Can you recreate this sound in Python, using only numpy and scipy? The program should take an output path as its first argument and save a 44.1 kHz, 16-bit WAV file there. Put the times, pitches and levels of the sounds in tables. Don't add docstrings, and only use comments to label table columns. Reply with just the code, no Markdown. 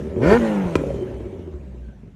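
import sys
import numpy as np
from scipy import signal
from scipy.io import wavfile
from scipy.ndimage import uniform_filter1d

SR = 44100
rng = np.random.default_rng(int(sys.argv[2]) if len(sys.argv) > 2 else 0)


def wav_record(signal):
    frames = np.transpose(np.atleast_2d(signal))
    bounded = np.clip(frames, -1, 1)
    quanta = np.round(bounded * 32767).astype(np.int16)
    wavfile.write(sys.argv[1], SR, quanta)


def gain_from_decibels(decibels):
    exponent = np.asarray(decibels, float) / 20
    return 10 ** exponent


N = 94815

OPEN_S, SHUT_S = 0.215, 0.389
CUT_S, RELIGHT_S = 0.414, 0.65


def evened(x):
    return x / np.sqrt(np.mean(x ** 2) + 1e-20)


def read(points, hz):
    f, value = np.transpose(points)
    return np.interp(np.log(hz + 1), np.log(f + 1), value)


def between(start_s, end_s, edge_s):
    t = np.arange(N) / SR
    rise = np.clip((t - start_s) / edge_s + .5, 0, 1)
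    fall = np.clip((end_s - t) / edge_s + .5, 0, 1)
    return rise * fall


def resonate(x, hz, width):
    turn = np.exp(2j * np.pi * np.cumsum(hz * np.ones(len(x))) / SR)
    r = np.exp(-np.pi * width / SR)
    return 2 * (turn * signal.lfilter([1 - r], [1, -r], x / turn)).real


def resonate_twice(x, hz, width):
    return resonate(resonate(x, hz, width), hz, width)


def noise(points, patchy_db):
    frames, hz = N // 128 + 5, np.fft.rfftfreq(512, 1 / SR)
    real, imag, patches = rng.standard_normal((frames, 257, 3)).T
    patches = uniform_filter1d(patches, size=5, axis=0)
    patches = evened(uniform_filter1d(patches, size=16, axis=1))
    gain = gain_from_decibels(read(points, hz)[:, None] + patchy_db * patches)
    return evened(signal.istft((real + 1j * imag) * gain, nperseg=512, noverlap=384)[1][:N])


def drift(size):
    return evened(uniform_filter1d(uniform_filter1d(rng.standard_normal(N), size), size))


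# time in seconds, firing rate in Hz, then levels in dB of the firing tone,
# the even burns, the uneven burns and the machinery.
BLIP = [(0, 68.34, -35, -26.5, -31, -52.5), (.15, 78.56, -35.5, -65, -27.5, -58),
        (.2, 106.9, -29, -25.5, -20, -53.5), (.232, 131.4, -21.5, -22, -12, -44.5),
        (.296, 192.7, -18, -18, -16, -37.5), (0.327, 219.3, -18.5, -13.5, 1, -34.5),
        (.372, 246.2, -18.5, -20.5, -28, -42), (0.393, 234.8, -19.5, -45, -0.5, -43),
        (.45, 224.2, -22, -29, -45, -41.5), (0.638, 185.5, -21.5, -41.5, -20.5, -50),
        (.69, 169.4, -29, -33.5, -32.5, -48), (.8, 151.5, -31.5, -35, -30.5, -49),
        (1.0, 124.1, -38, -40, -29, -54), (1.31, 95.4, -40.5, -45, -37, -60.5),
        (1.7, 63.65, -36.5, -46, -46.5, -66.5), (1.884, 59.4, -34, -50.5, -55, -67.5),
        (1.92, 56.7, -46, -62, -49.5, -68.5), (2.15, 46.4, -49, -60, -81, -72)]


def control(column):
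    table = np.array(BLIP)
    return np.interp(np.arange(N) / SR, table[:, 0], table[:, column])


# multiple of the firing rate, level in dB.
BURN_OVERTONES = [(2, 1.5), (3, -1.5), (4, -4), (5, -8), (6, -10), (7, -13.5), (8, -10.5), (9, -15.5),
                  (10, -16), (1.5, -12.5), (2.5, -16), (3.5, -4)]
# frequency in Hz, gain in dB.
PIPE_GAIN = [(180, -5.5), (400, 0.5), (600, 0), (750, -13.5), (950, -6.5), (1150, -12), (1400, -1.5),
             (2500, -35)]
# frequency in Hz, gain in dB.
SHUT_PIPE_GAIN = [(200, 2.5), (290, -4.5), (375, 3.5), (450, -10), (520, 1.5), (580, 2), (700, 1)]
# multiple of the firing rate, level in dB.
PUMP_ORDERS = [(.75, -33.5), (1.25, -42.5), (1.5, -24.5), (1.75, -43), (2, -30), (2.25, -35.5),
               (2.5, -25.5), (2.75, -39.5), (3, -49), (3.5, -42), (3.75, -41.5), (4, -53), (4.5, -42),
               (5, -52), (5.5, -50), (6.5, -43.5), (7, -43), (8.5, -42.5)]


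def orders(hz, turns):
    switch_s, pump_fade_db = 0.032, -10
    tone = gain_from_decibels(control(2) + drift(400)) * np.cos(2 * np.pi * turns)
    waver_db = 2.5 - 1.3 * between(OPEN_S, SHUT_S, 0.028)
    dull_db = 0.48 * (1 - between(OPEN_S, SHUT_S, 0.018))
    shut = between(RELIGHT_S, N / SR, switch_s)
    burn = 0
    for k, db in BURN_OVERTONES:
        pipe_db = read(PIPE_GAIN, k * hz) + shut * read(SHUT_PIPE_GAIN, k * hz)
        level = gain_from_decibels(db + pipe_db - dull_db * k + waver_db * drift(800))
        phase = .5 * (k - 2) ** 2 + 1.2 * (k > 2)
        burn = burn + level * np.cos(2 * np.pi * k * turns + phase)
    pump = 0
    for k, db in PUMP_ORDERS:
        pump = pump + gain_from_decibels(db + 2 * drift(900)) * np.cos(2 * np.pi * (k * turns + rng.random()))
    cut = between(CUT_S, RELIGHT_S, switch_s)
    fade_db = pump_fade_db * (np.arange(N) / SR - CUT_S) / (RELIGHT_S - CUT_S)
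    burn = burn * gain_from_decibels(control(3)) * (1 - cut)
    pump = pump * cut * gain_from_decibels(np.clip(fade_db, -20, 0))
    return np.sqrt(2) * (tone + burn + pump)


# frequency in Hz, width in Hz, gain in dB.
SILENCER_MODES = [(62.3, 46, 4.5), (120, 68, -4.5), (200, 123, 1), (267, 264, -26.5), (379.7, 48.6, 6),
                  (462, 37, -5), (561.6, 55, -3), (770, 91, -34), (965, 61, -21), (1320, 61, -26),
                  (1840, 90, -52), (2420, 480, -41.5)]


def silencer(x):
    out = 0
    for k, (hz, width, db) in enumerate(SILENCER_MODES):
        out = out + (-1) ** k * gain_from_decibels(db) * resonate_twice(x, hz, 0.97 * width)
    return out


def puffed(pulses):
    grit_level, decay_s = 0.39, 0.0045
    tail = np.exp(-np.arange(800) / SR / decay_s)
    puff = rng.standard_normal(N) * np.convolve(pulses, tail)[:N] / np.sqrt(decay_s * SR / 2)
    return silencer(pulses + grit_level * puff)


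# time in seconds, peak in dB, ringing pitch in Hz.
LATE_BURNS = [(0.084, -38, 423), (0.643, -31, 186), (0.652, -14.5, 181), (.787, -16, 266),
              (0.814, -13, 305), (0.836, -13, 550), (0.867, -14, 442.8), (.881, -24.5, 557),
              (.903, -15, 574), (0.943, -15.5, 394), (0.96, -16, 178.1), (1.01, -16.5, 348.2),
              (1.024, -15, 370), (1.071, -24.5, 531.3), (1.112, -21.5, 397.5), (1.141, -23, 444.3),
              (1.205, -22.5, 403), (1.255, -20.5, 374), (1.295, -26, 386), (1.326, -23, 375),
              (1.392, -21, 389), (1.417, -33, 362), (1.474, -22.5, 357.8), (1.538, -25, 372),
              (1.566, -29.5, 378.2), (1.631, -29, 302), (1.744, -29.5, 372), (1.886, -27.5, 200),
              (2.032, -30.5, 215.8), (2.057, -32, 126.3), (2.076, -28.5, 120)]


def burble(hz, turns):
    scatter_db, jitter_cycles, late_db = 3, .11, -10
    at = np.flatnonzero(np.diff(np.floor(turns)))
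    jitter, strength = rng.standard_normal((2, len(at)))
    moved = at + (jitter_cycles * jitter * SR / hz[at]).astype(int)
    train, late = np.zeros(N), np.zeros(N)
    train[np.clip(moved, 0, N - 1)] = gain_from_decibels(scatter_db * strength) / np.sqrt(hz[at])
    for s, db, _ in LATE_BURNS:
        late[round(s * SR)] = gain_from_decibels(db + late_db)
    uneven = evened(puffed(train))
    uneven = uneven - resonate(uneven, hz, 30) - resonate(uneven, 2 * hz, 32)
    open_db = -12 * between(OPEN_S, SHUT_S, 0.044)
    cut_db = -15 * between(SHUT_S, RELIGHT_S, 0.086)
    unit_peak = abs(silencer(signal.unit_impulse(2000))).max()
    return uneven * gain_from_decibels(control(4)) * gain_from_decibels(open_db + cut_db) + puffed(late) / unit_peak


# frequency in Hz, level in dB.
METAL_COLOUR = [(600, -3.5), (955, -9.5), (1130, -15), (1800, -14), (3100, -19.5), (5000, -31.5),
                (5960, -26), (13100, -40.5)]


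def metal_hiss():
    return gain_from_decibels(control(5) + 10.5) * noise(METAL_COLOUR, patchy_db=3)


# frequency in Hz, level in dB.
FLOOR_COLOUR = [(25, -6), (60, 1), (130, 9), (230, -3.5), (450, -27), (1200, -32), (3000, -36.5),
                (13000, -62)]


def outdoor_floor():
    return gain_from_decibels(-46) * noise(FLOOR_COLOUR, patchy_db=1)


def yard(x):
    t60_s = 0.33
    at = np.arange(400, SR // 2 - 20, 20)
    taps = np.zeros(SR // 2)
    signs = rng.choice([-1., 1.], len(at))
    taps[at + rng.integers(0, 20, len(at))] = signs * gain_from_decibels(-60 * at / SR / t60_s)
    taps = signal.lfilter([1], [1, -.6], taps)
    return signal.fftconvolve(x, taps / np.linalg.norm(taps))[:N]


def putts():
    ring_db, ring_s, spit_db, spit_s = -1.5, 0.0074, -21, 0.0042
    out, t = np.zeros(N + 3000), np.arange(3000) / SR
    low_pass = signal.butter(2, 2200, fs=SR)
    for s, db, hz in LATE_BURNS:
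        gas = signal.lfilter(*low_pass, rng.standard_normal(3000))
        ring = np.sin(2 * np.pi * hz * t) * np.minimum(t / 0.0026, 1) * np.exp(-t / ring_s)
        spit = gas * np.exp(-t / spit_s)
        out[round(s * SR):][:3000] -= gain_from_decibels(db) * (gain_from_decibels(ring_db) * ring + gain_from_decibels(spit_db) * spit)
    return out[:N]


# frequency in Hz, width in Hz, level in dB.
TAILPIPE_BANDS = [(803, 120, -4), (1005, 69, 0), (1480, 120, -1), (1813, 125, -1), (2155, 110, -6.5),
                  (2370, 150, -8), (2850, 570, -13.5)]
# frequency in Hz, level in dB.
RASP_COLOUR = [(410, -32), (700, -14), (1170, -9), (1500, 6.5), (1630, -8.5), (2350, -5), (3620, -46),
               (4450, -11.5), (13100, -77)]
# frequency in Hz, level in dB.
OVERRUN_COLOUR = [(500, -13), (800, 3.5), (1000, 2), (1180, -8.5), (1450, -1), (1620, -16), (1800, -2),
                  (2600, -14), (4000, -37)][1:]


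def gas_rasp(turns):
    gate_depth, pulse_share = 0.8, 0.45
    gate = 1 - gate_depth + 2 * gate_depth * np.exp(-(turns % 1) / 1.9)
    slaps = evened(np.diff(np.floor(turns), prepend=0) * gain_from_decibels(2 * rng.standard_normal(N)))
    drive = pulse_share * slaps + (1 - pulse_share) * gate * rng.standard_normal(N)
    bands = 0
    for k, (hz, width, db) in enumerate(TAILPIPE_BANDS):
        bands = bands + (-1) ** k * gain_from_decibels(db) * resonate_twice(drive, hz, width) / np.sqrt(width)
    load = evened(bands) + gain_from_decibels(-8) * noise(RASP_COLOUR, patchy_db=3.5) * gate
    load = load * gain_from_decibels(control(5) + 10.5) * between(0.217, SHUT_S - .01, 0.0046)
    overrun = gain_from_decibels(-37.5) * gate * noise(OVERRUN_COLOUR, patchy_db=2)
    return load + overrun * between(SHUT_S + 0.037, RELIGHT_S + 0.033, 0.054)


# start in seconds, end in seconds, pitch in Hz, level in dB.
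PIPE_SWELLS = [
    (0.26, 0.346, 62, -27),
    (0.662, 0.669, 72, -26),
    (0.769, 0.837, 62, -34),
    (0.884, 0.969, 62, -37),
    (1.12, 1.275, 62, -34),
    (1.533, 1.587, 63.3, -35),
]


def booms():
    t, out = np.arange(N) / SR, 0
    for start, end, hz, db in PIPE_SWELLS:
        tone = np.sin(2 * np.pi * (hz * t + rng.random()))
        out = out + gain_from_decibels(db + 4) * between(start, end, 0.017) * tone
    return out


# frequency in Hz, level in dB.
CRACK_COLOUR = [(1500, -4), (2400, -7), (3200, -6), (8000, -7), (12500, -21), (13500, -55)]
# frequency in Hz, level in dB, t60 in seconds.
SHELL_MODES = [(760, -17, .016), (996, -12.5, .026), (1300, -15, .022), (1600, -24, .015),
               (1980, -21, .022), (2410, -17, .022), (3110, -31, .02), (3680, -30, .012)]
# delay in seconds, level in dB.
POP_ECHOES = [
    (.0135, -19.5),
    (.021, -31),
    (0.0316, -19),
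]


def backfire():
    t = np.maximum(np.arange(N) / SR - .7548, 0)
    start_hz, end_hz, sag_s = 805, 250, .0018
    hz = end_hz + (start_hz - end_hz) * np.exp(-t / sag_s)
    rise_s, top_s, fall_s = .0004, .0024, .003
    swell = np.minimum(t / rise_s, 1) * np.exp(-((t - top_s) / fall_s) ** 2)
    blast = -gain_from_decibels(-4) * swell * np.sin(2 * np.pi * np.cumsum(hz * (t > 0)) / SR)
    heave_hz, heave_s = 83, .009
    heave = (t / heave_s) ** 2 * np.exp(2 - 2 * t / heave_s) * np.sin(2 * np.pi * heave_hz * t)
    blast = blast - gain_from_decibels(-17) * heave
    crack = gain_from_decibels(-29.5) * noise(CRACK_COLOUR, patchy_db=-1.5)
    crack = crack * np.minimum(t / 0.000471, 1) * np.exp(-t / 0.0057)
    late = np.maximum(t - .0004, 0)
    for f, db, t60 in SHELL_MODES:
        crack = crack + gain_from_decibels(db - 60 * late / t60) * np.sin(2 * np.pi * f * late)
    tick = gain_from_decibels(-38.5) * rng.standard_normal(N) * np.minimum(t / .0008, 1) * np.exp(-t / 0.0034)
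    dull = signal.lfilter([.15], [1, -.85], blast + crack)
    out = blast + crack + tick
    for s, db in POP_ECHOES:
        out = out + gain_from_decibels(db) * np.roll(dull, round(s * SR))
    return out


# start in seconds, end in seconds, start pitch in Hz, end pitch in Hz, level in dB.
GEAR_WHISTLES = [
    (0.899, 1.052, 3110, 3085, -58.5),
    (1.075, 1.213, 3000, 3090, -63.5),
    (1.242, 1.438, 2239, 2206, -63.5),
    (1.447, 1.601, 1178, 1034, -65.5),
    (1.812, 1.939, 1610, 1510, -65.5),
]


def gear_whine():
    t, out, width_hz = np.arange(N) / SR, 0, 100
    for start, end, start_hz, end_hz, db in GEAR_WHISTLES:
        hz = np.interp(t, [start, end], [start_hz, end_hz])
        whistle = evened(resonate_twice(rng.standard_normal(N), hz, width_hz))
        out = out + gain_from_decibels(db) * between(start, end, 0.036) * whistle
    return out


def scene():
    hz = control(1)
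    turns = np.cumsum(hz) / SR
    rough = burble(hz, turns) + putts() + backfire()
    rough = rough + gas_rasp(turns) + metal_hiss() + gear_whine()
    direct = booms() - orders(hz, turns) + rough
    return (direct + gain_from_decibels(-20.5) * yard(rough) + outdoor_floor())[None]


def roll_off(x):
    return signal.sosfilt(signal.butter(12, 13240, fs=SR, output="sos"), x)


def record(dry):
    squash = .8
    high_pass = signal.butter(2, 36, "high", fs=SR, output="sos")
    cut = signal.sosfilt(high_pass, dry)
    return roll_off(np.tanh(squash * cut) / squash)


dry = scene()
out = record(dry)
wav_record(out)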